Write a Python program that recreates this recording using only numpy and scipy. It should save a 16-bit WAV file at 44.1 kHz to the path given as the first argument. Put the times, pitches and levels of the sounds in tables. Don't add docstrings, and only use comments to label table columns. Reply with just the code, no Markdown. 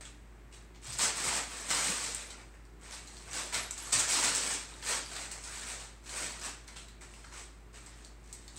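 import sys
import numpy as np
from scipy import signal
from scipy.fft import rfft, irfft
from scipy.io import wavfile

SR = 44100
rng = np.random.default_rng(int(sys.argv[2]) if len(sys.argv) > 2 else 0)


def transcribe(u):
    v = np.clip(np.atleast_2d(u).T, -1, 1)
    q = np.round(v * 32767).astype(np.int16)
    wavfile.write(sys.argv[1], SR, q)


N = 378378
TIME = np.arange(N) / SR


def amp(db):
    return 10 ** (np.asarray(db) / 20)


def evened(x):
    return x / np.sqrt(np.mean(x ** 2) + 1e-20)


def read(points, hz):
    point_hz, value = np.transpose(points)
    return np.interp(np.log(hz + 1), np.log(point_hz), value)


def add(mix, start_s, sound):
    part = mix[max(round(start_s * SR), 0):][:len(sound)]
    part += sound[:len(part)]


def colour(x, points, size=4096):
    hz = abs(np.fft.fftfreq(size, 1 / SR))
    log_gain = np.log(amp(read(points, hz)))
    taps = np.fft.ifft(np.exp(np.conj(signal.hilbert(log_gain)))).real
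    return signal.oaconvolve(x, taps[:size // 2])[:len(x)]


def drift(below_hz):
    keep = np.fft.rfftfreq(N, 1 / SR) < below_hz
    return evened(irfft(rfft(rng.standard_normal(N)) * keep, N))


# pitch_hz, level_db (rms)
HUM_LINES = [(118.4, -67.5), (172.3, -72), (231, -73.5), (299, -73), (360.7, -71), (425.3, -78)]
# frequency_hz, gain_db
AIR_SPECTRUM = [(20, -44), (32, -11), (45, -0.5), (80, -0.5), (130, -1), (200, -3.5), (360, -5),
                (500, -9.5), (1000, -11.5), (2100, -14), (3200, -23), (6000, -28.5), (16000, -37.5)]


def appliance(motor_hz=53.2, motor_db=-54, air_db=-60):
    drone_gain = amp(motor_db + .5 * drift(7.9))
    drone = drone_gain * np.sin(2 * np.pi * motor_hz * TIME + .1 * drift(2.5))
    lines = np.zeros(N)
    for hz, db in HUM_LINES:
        line_gain = amp(db + 2 * drift(4.4))
        lines += line_gain * np.sin(2 * np.pi * hz * TIME + 0.89 * drift(4))
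    air = evened(colour(rng.standard_normal(N), AIR_SPECTRUM))
    return np.sqrt(2) * (drone + lines) + amp(air_db) * air


# start_s, rise_s, hold_s, crackle_level_db, broad_folds_relative_to_fine_creases_db
SHOVE_CUES = [(0.006, 0.0025, 0.006, -54, 1.5), (0.053, 0.017, 0.019, -69, 4.0),
              (0.508, 0.021, 0.017, -58.5, -0.5), (0.792, 0.091, 0.096, -47.0, -5),
              (0.969, 0.046, 0.035, -32.0, -3), (1.126, 0.05, 0.076, -39.5, -2),
              (1.216, 0.04, 0.12, -37.5, -0.5), (1.428, 0.085, 0.16, -47.5, -0.5),
              (1.669, 0.04, 0.1, -34.5, -2.5), (1.782, 0.11, 0.01, -33.5, -4),
              (1.914, 0.051, 0.12, -40.5, -5), (2.09, 0.054, 0.074, -49.5, -1),
              (2.257, 0.039, 0.11, -65.5, 12.5), (2.782, 0.069, 0.048, -57.0, 4.5),
              (2.891, 0.049, 0.025, -49, -1.5), (2.999, 0.079, 0.157, -58, -0.5),
              (3.233, 0.062, 0.028, -53.5, 5.5), (3.31, 0.047, 0.034, -39.5, -2),
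              (3.417, 0.033, 0.054, -51.5, -1), (3.513, 0.028, 0.017, -37, 1.0),
              (3.681, 0.15, 0.109, -47.5, -2), (3.896, 0.07, 0.015, -34, -5.0),
              (3.97, 0.023, 0.011, -34, -6.5), (4.057, 0.038, 0.094, -32, -6.5),
              (4.194, 0.052, 0.023, -30.5, -3.5), (4.302, 0.048, 0.19, -37.5, -4.5),
              (4.65, 0.041, 0.12, -59.5, 4), (4.803, 0.12, 0.0087, -34.5, -2.5),
              (5.044, 0.11, 0.077, -46.0, -0.5), (5.273, 0.045, 0.048, -52, 1.5),
              (5.368, 0.12, 0.15, -47, -1.5), (5.635, 0.058, 0.026, -44.5, -2.0),
              (5.743, 0.033, 0.065, -52, -1.5), (5.992, 0.22, 0.05, -42, -1.5),
              (6.269, 0.037, 0.042, -51, 0.5), (6.351, 0.099, 0.022, -45.5, 0.5),
              (6.663, 0.02, 0.013, -58, 5), (6.752, 0.021, 0.011, -52.5, -3.5),
              (6.995, 0.027, 0.005, -55, 2.5), (7.087, 0.038, 0.19, -62, -1.5),
              (7.307, 0.024, 0.025, -54.5, 5), (7.351, 0.029, 0.014, -51.0, -4),
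              (7.715, 0.042, 0.022, -57.0, 2.0), (7.785, 0.056, 0.224, -62.5, 0),
              (8.13, 0.19, 0.24, -63.5, -1.5), (8.538, 0.031, 0.01, -53.0, -10)]


def effort(release_s=0.046, settle_db=-15, settle_s=.16, settle_broad_db=1.5):
    fine, broad = np.full((2, N), 1e-9)
    t = TIME[:SR]
    for start_s, rise_s, hold_s, db, broad_db in SHOVE_CUES:
        swell = np.sin(np.pi / 2 * np.minimum(t / max(rise_s, 1e-3), 1)) ** 2
        after = np.maximum(t - rise_s - hold_s, 0)
        push = swell * np.exp(-after / release_s)
        settle = swell * amp(settle_db) * np.exp(-after / settle_s)
        broad_settle = amp(settle_broad_db) * settle
        add(fine, start_s, amp(db) ** 2 * (push ** 2 + settle ** 2))
        add(broad, start_s, amp(db + broad_db) ** 2 * (push ** 2 + broad_settle ** 2))
    return 10 * np.log10(fine), 10 * np.log10(broad)


def facet(hz, cycles, rough, size=700):
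    t = np.arange(size) / SR
    grit = signal.lfilter([1], [1, -np.exp(-2 * np.pi * hz / SR)], rng.standard_normal(size))
    wave = np.sin(2 * np.pi * hz * t) + rough * evened(grit)
    wave = wave * np.exp(-t * hz / cycles)
    return wave / np.linalg.norm(wave)


def swarm(level_db, low_hz, high_hz, per_s, spread_db, crowding, cycles, count=44):
    rate = per_s * amp(crowding * (level_db - level_db.max()))
    strengths = amp(spread_db * np.minimum(rng.exponential(1, N), 3))
    clicks = (rng.random(N) < rate / SR) * strengths
    window = signal.windows.hann(int(0.055 * SR))
    power = abs(signal.oaconvolve(clicks ** 2, window / window.sum(), "same"))
    clicks = clicks * rng.choice([-1, 1], N) * amp(level_db) / np.sqrt(power + 1e-4)
    kind = rng.integers(0, count, N)
    out = np.zeros(N)
    for k, hz in enumerate(np.linspace(low_hz, high_hz, count)):
        out += signal.oaconvolve(clicks * (kind == k), facet(hz, cycles, rough=0.79))[:N]
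    return out


def crumple(fine_db, folds_db):
    slip_db = 0.72 * drift(14)
    creases = swarm(fine_db + slip_db - 4.5, low_hz=3020, high_hz=11000, per_s=2100,
                    spread_db=2.0, crowding=.38, cycles=2.12)
    folds = swarm(folds_db + slip_db - 5.5, low_hz=278, high_hz=2700, per_s=1400,
                  spread_db=3.5, crowding=.4, cycles=2.37)
    return creases + folds


def pop(hz, ring_s, crack_s=0.00072, ring_db=-9, upper_db=-3, size=4000):
    t = np.arange(size) / SR
    burst = rng.standard_normal(size) * t * np.exp(-t / crack_s)
    crack = signal.oaconvolve(burst, facet(hz, cycles=1.0, rough=0.66))[:size]
    crack = signal.lfilter(*signal.butter(1, min(hz / 3, 8000), "high", fs=SR), crack)
    fade = np.exp(-t / max(ring_s, 2e-4))
    lower = np.sin(2 * np.pi * hz * t) * fade
    upper_hz = hz * rng.uniform(1.6, 2.2)
    upper = amp(upper_db) * np.sin(2 * np.pi * upper_hz * t) * fade ** 3
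    wave = crack / abs(crack).max() + amp(ring_db) * (lower + upper)
    return wave / np.linalg.norm(wave)


# start_s, level_db (energy, before gain), pitch_hz, run_relative_to_snap_db
SNAP_CUES = [(0.0522, -28.5, 3360, -0.5), (.525, -39.5, 2900, 5), (0.7473, -37, 2450, 3),
             (.8535, -32, 5800, 3.5), (0.923, -22, 5080, 3.5), (.987, -12.5, 7240, 2),
             (1.0188, -14, 5230, 6.5), (1.3328, -18, 4670, -5.5), (1.704, -13.5, 6800, 7.5),
             (2.1473, -13.5, 8370, -17), (2.302, -30, 4100, 5), (2.5396, -36, 1860, -1),
             (2.652, -42.5, 4520, -2), (2.9098, -27, 6100, 5.5), (3.0746, -27, 4070, -10),
             (3.1683, -28.5, 4240, -0.5), (3.3118, -24, 6000, -12), (3.332, -19, 4750, -3),
             (3.5272, -19.5, 2300, 1), (3.5435, -14, 4140, -1.5), (3.579, -16.5, 5200, -12),
             (3.709, -15, 7340, -8), (3.7786, -21.5, 6250, -1), (3.9229, -14, 6300, 6),
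             (3.928, -5, 7930, -0.5), (3.9938, -9, 6900, 0), (4.1658, -18, 5840, -6.5),
             (4.238, -12.5, 6700, 0), (4.35, -10, 6700, 0), (4.7386, -31, 3800, -10),
             (4.824, -27, 4600, 6.5), (5.0617, -23, 4670, -13.5), (5.1638, -20, 4300, -2),
             (5.3135, -24.5, 4900, 5), (5.4377, -28.5, 5100, 3), (6.062, -34, 4220, 2),
             (6.0933, -23, 4230, -9), (6.4408, -19.5, 4300, -0.5), (6.679, -26, 4200, -8),
             (6.7602, -31.5, 3260, 8), (6.8839, -32.5, 4260, 0), (7.0118, -35, 2140, 3),
             (7.138, -30, 2700, -4), (7.2426, -30.5, 1650, 1), (7.743, -37.5, 2620, 6),
             (7.861, -33, 7700, 2), (8.0476, -27.5, 4400, -10), (8.3276, -22, 8030, -4),
             (8.4793, -26.5, 4420, -11), (8.5649, -30, 8600, -9)]
PRESSED_DB = -42
RING_S, RING_HZ = 0.0026, 4000


def snaps(work_db, gain_db=1, run_gain_db=1, run_per_s=1100, run_s=0.013, pressed_ring_s=0.0017, size=6000):
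    pops, runs, t = np.zeros(N), np.zeros(N), np.arange(size) / SR
    for start_s, db, hz, run_db in SNAP_CUES:
        flips = (rng.random(size) < run_per_s / SR) * rng.standard_normal(size)
        run = signal.oaconvolve(flips * np.exp(-t / run_s), facet(hz, cycles=0.44, rough=0.65))
        run = run / (np.linalg.norm(run) + 1e-9)
        free = 1 / (1 + amp(np.interp(start_s, TIME, work_db) - PRESSED_DB))
        ring_s = pressed_ring_s + free * RING_S * RING_HZ / hz
        add(pops, start_s, amp(db + gain_db) * pop(hz, ring_s))
        add(runs, start_s + .002, amp(db + run_gain_db + run_db) * run)
    return pops, runs


# frequency_hz, gain_db
PAPER_SPECTRUM = [(60, -20), (130, -8), (250, -4), (600, -3), (900, 0.5), (2000, 2), (3200, 0.5), (5500, 2),
                  (9000, 2), (16000, -1.5)]


def paper_tone(x):
    return colour(x, PAPER_SPECTRUM)


# start_s, level_db (before gain), pitch_hz
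BELL_CUES = [(.10, -53, 11000), (.655, -62, 11000), (1.39, -33.5, 10950), (1.581, -37.5, 10950),
             (2.26, -39, 11000), (3.606, -31, 11250), (3.71, -46, 11000), (3.821, -30, 11150),
             (4.96, -44, 11200), (5.049, -39.5, 11050), (5.18, -43, 11000), (5.31, -42.5, 11000)]


def bells(decay_s=0.014, rattle_s=.05, gain_db=-11, size=7000):
    out, t = np.zeros(N), np.arange(size) / SR
    modes = [(.992, 0), (1.008, -2), (1.09, -19)]
    for start_s, db, hz in BELL_CUES:
        ring = sum(amp(mode_db) * np.sin(2 * np.pi * hz * ratio * t) for ratio, mode_db in modes)
        ring = ring * np.exp(-t / decay_s)
        for delay_s in rattle_s * rng.random(size=7) ** 2:
            add(out, start_s + delay_s, amp(db + gain_db) * ring / 2)
    return out


# start_s, level_db (before gain), pitch_hz
PAW_CUES = [(0.878, -39.5, 107.3), (1.029, -57, 179), (1.268, -44, 131), (1.749, -51, 88),
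            (1.863, -37.5, 194), (3.56, -45, 98), (3.947, -41.5, 124), (4.008, -50, 89), (4.19, -45.5, 238)]


def paws(decay_s=0.02, gain_db=-3, size=9000):
    out, t = np.zeros(N), np.arange(size) / SR
    envelope = np.exp(-t / decay_s) * (1 - np.exp(-t / 0.0045))
    for start_s, db, hz in PAW_CUES:
        second_hz = hz * rng.uniform(0.62, 1.61)
        thud = np.sin(2 * np.pi * hz * t) + 0.34 * np.sin(2 * np.pi * second_hz * t)
        add(out, start_s, amp(db + gain_db) * thud * envelope)
    return out


# frequency_hz, t60_s
ROOM_DECAY = [(150, 0.39), (1000, 0.34), (4000, 0.43), (8000, 0.25), (15000, 0.084)]


def echoes(wet_db=-1, early_db=-5, early_s=0.0076):
    t = np.arange(SR // 2) / SR
    taps = rng.standard_normal(len(t)) * (rng.random(len(t)) < .12) * (t > .004)
    hz, at_s, bands = signal.stft(taps, SR, nperseg=256)
    fade = amp(-60 * at_s / read(ROOM_DECAY, hz)[:, None])
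    tail = signal.istft(bands * fade, SR, nperseg=256)[1][:len(t)]
    early = rng.standard_normal(len(t)) * (rng.random(len(t)) < .02)
    early = early * np.exp(-t / early_s) * (t > .001)
    return amp(wet_db) * tail / np.linalg.norm(tail) + amp(early_db) * early / np.linalg.norm(early)


def kitchen(x, count=12):
    spot = TIME * 130
    out = np.zeros(N)
    for k in range(count):
        share = np.cos(np.pi / 2 * np.minimum(abs((spot - k) % count - count / 2), 1))
        out += signal.oaconvolve(x * share, echoes())[:N]
    return out


def scene(pop_room_db=-3):
    fine_db, folds_db = effort()
    pops, runs = snaps(fine_db)
    play = paper_tone(crumple(fine_db, folds_db) + runs) + paws() + bells()
    room = kitchen(play + amp(pop_room_db) * pops)
    return (play + pops + room + appliance())[None]


# frequency_hz, gain_db
MIC_RESPONSE = [(5500, 0), (6800, 2), (7700, 6.5), (8250, 9.5), (8800, 2), (9500, -3.5), (11000, -10),
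                (13500, -11), (15500, -11.5)]


def record(dry):
    heard = colour(dry[0], MIC_RESPONSE) + amp(-78) * rng.standard_normal(N)
    band_limit = signal.firwin(511, 15850, window=("kaiser", 9), fs=SR)  # low-pass, Hz
    return signal.oaconvolve(heard, band_limit, "same")[None]


dry = scene()
out = record(dry)
transcribe(out)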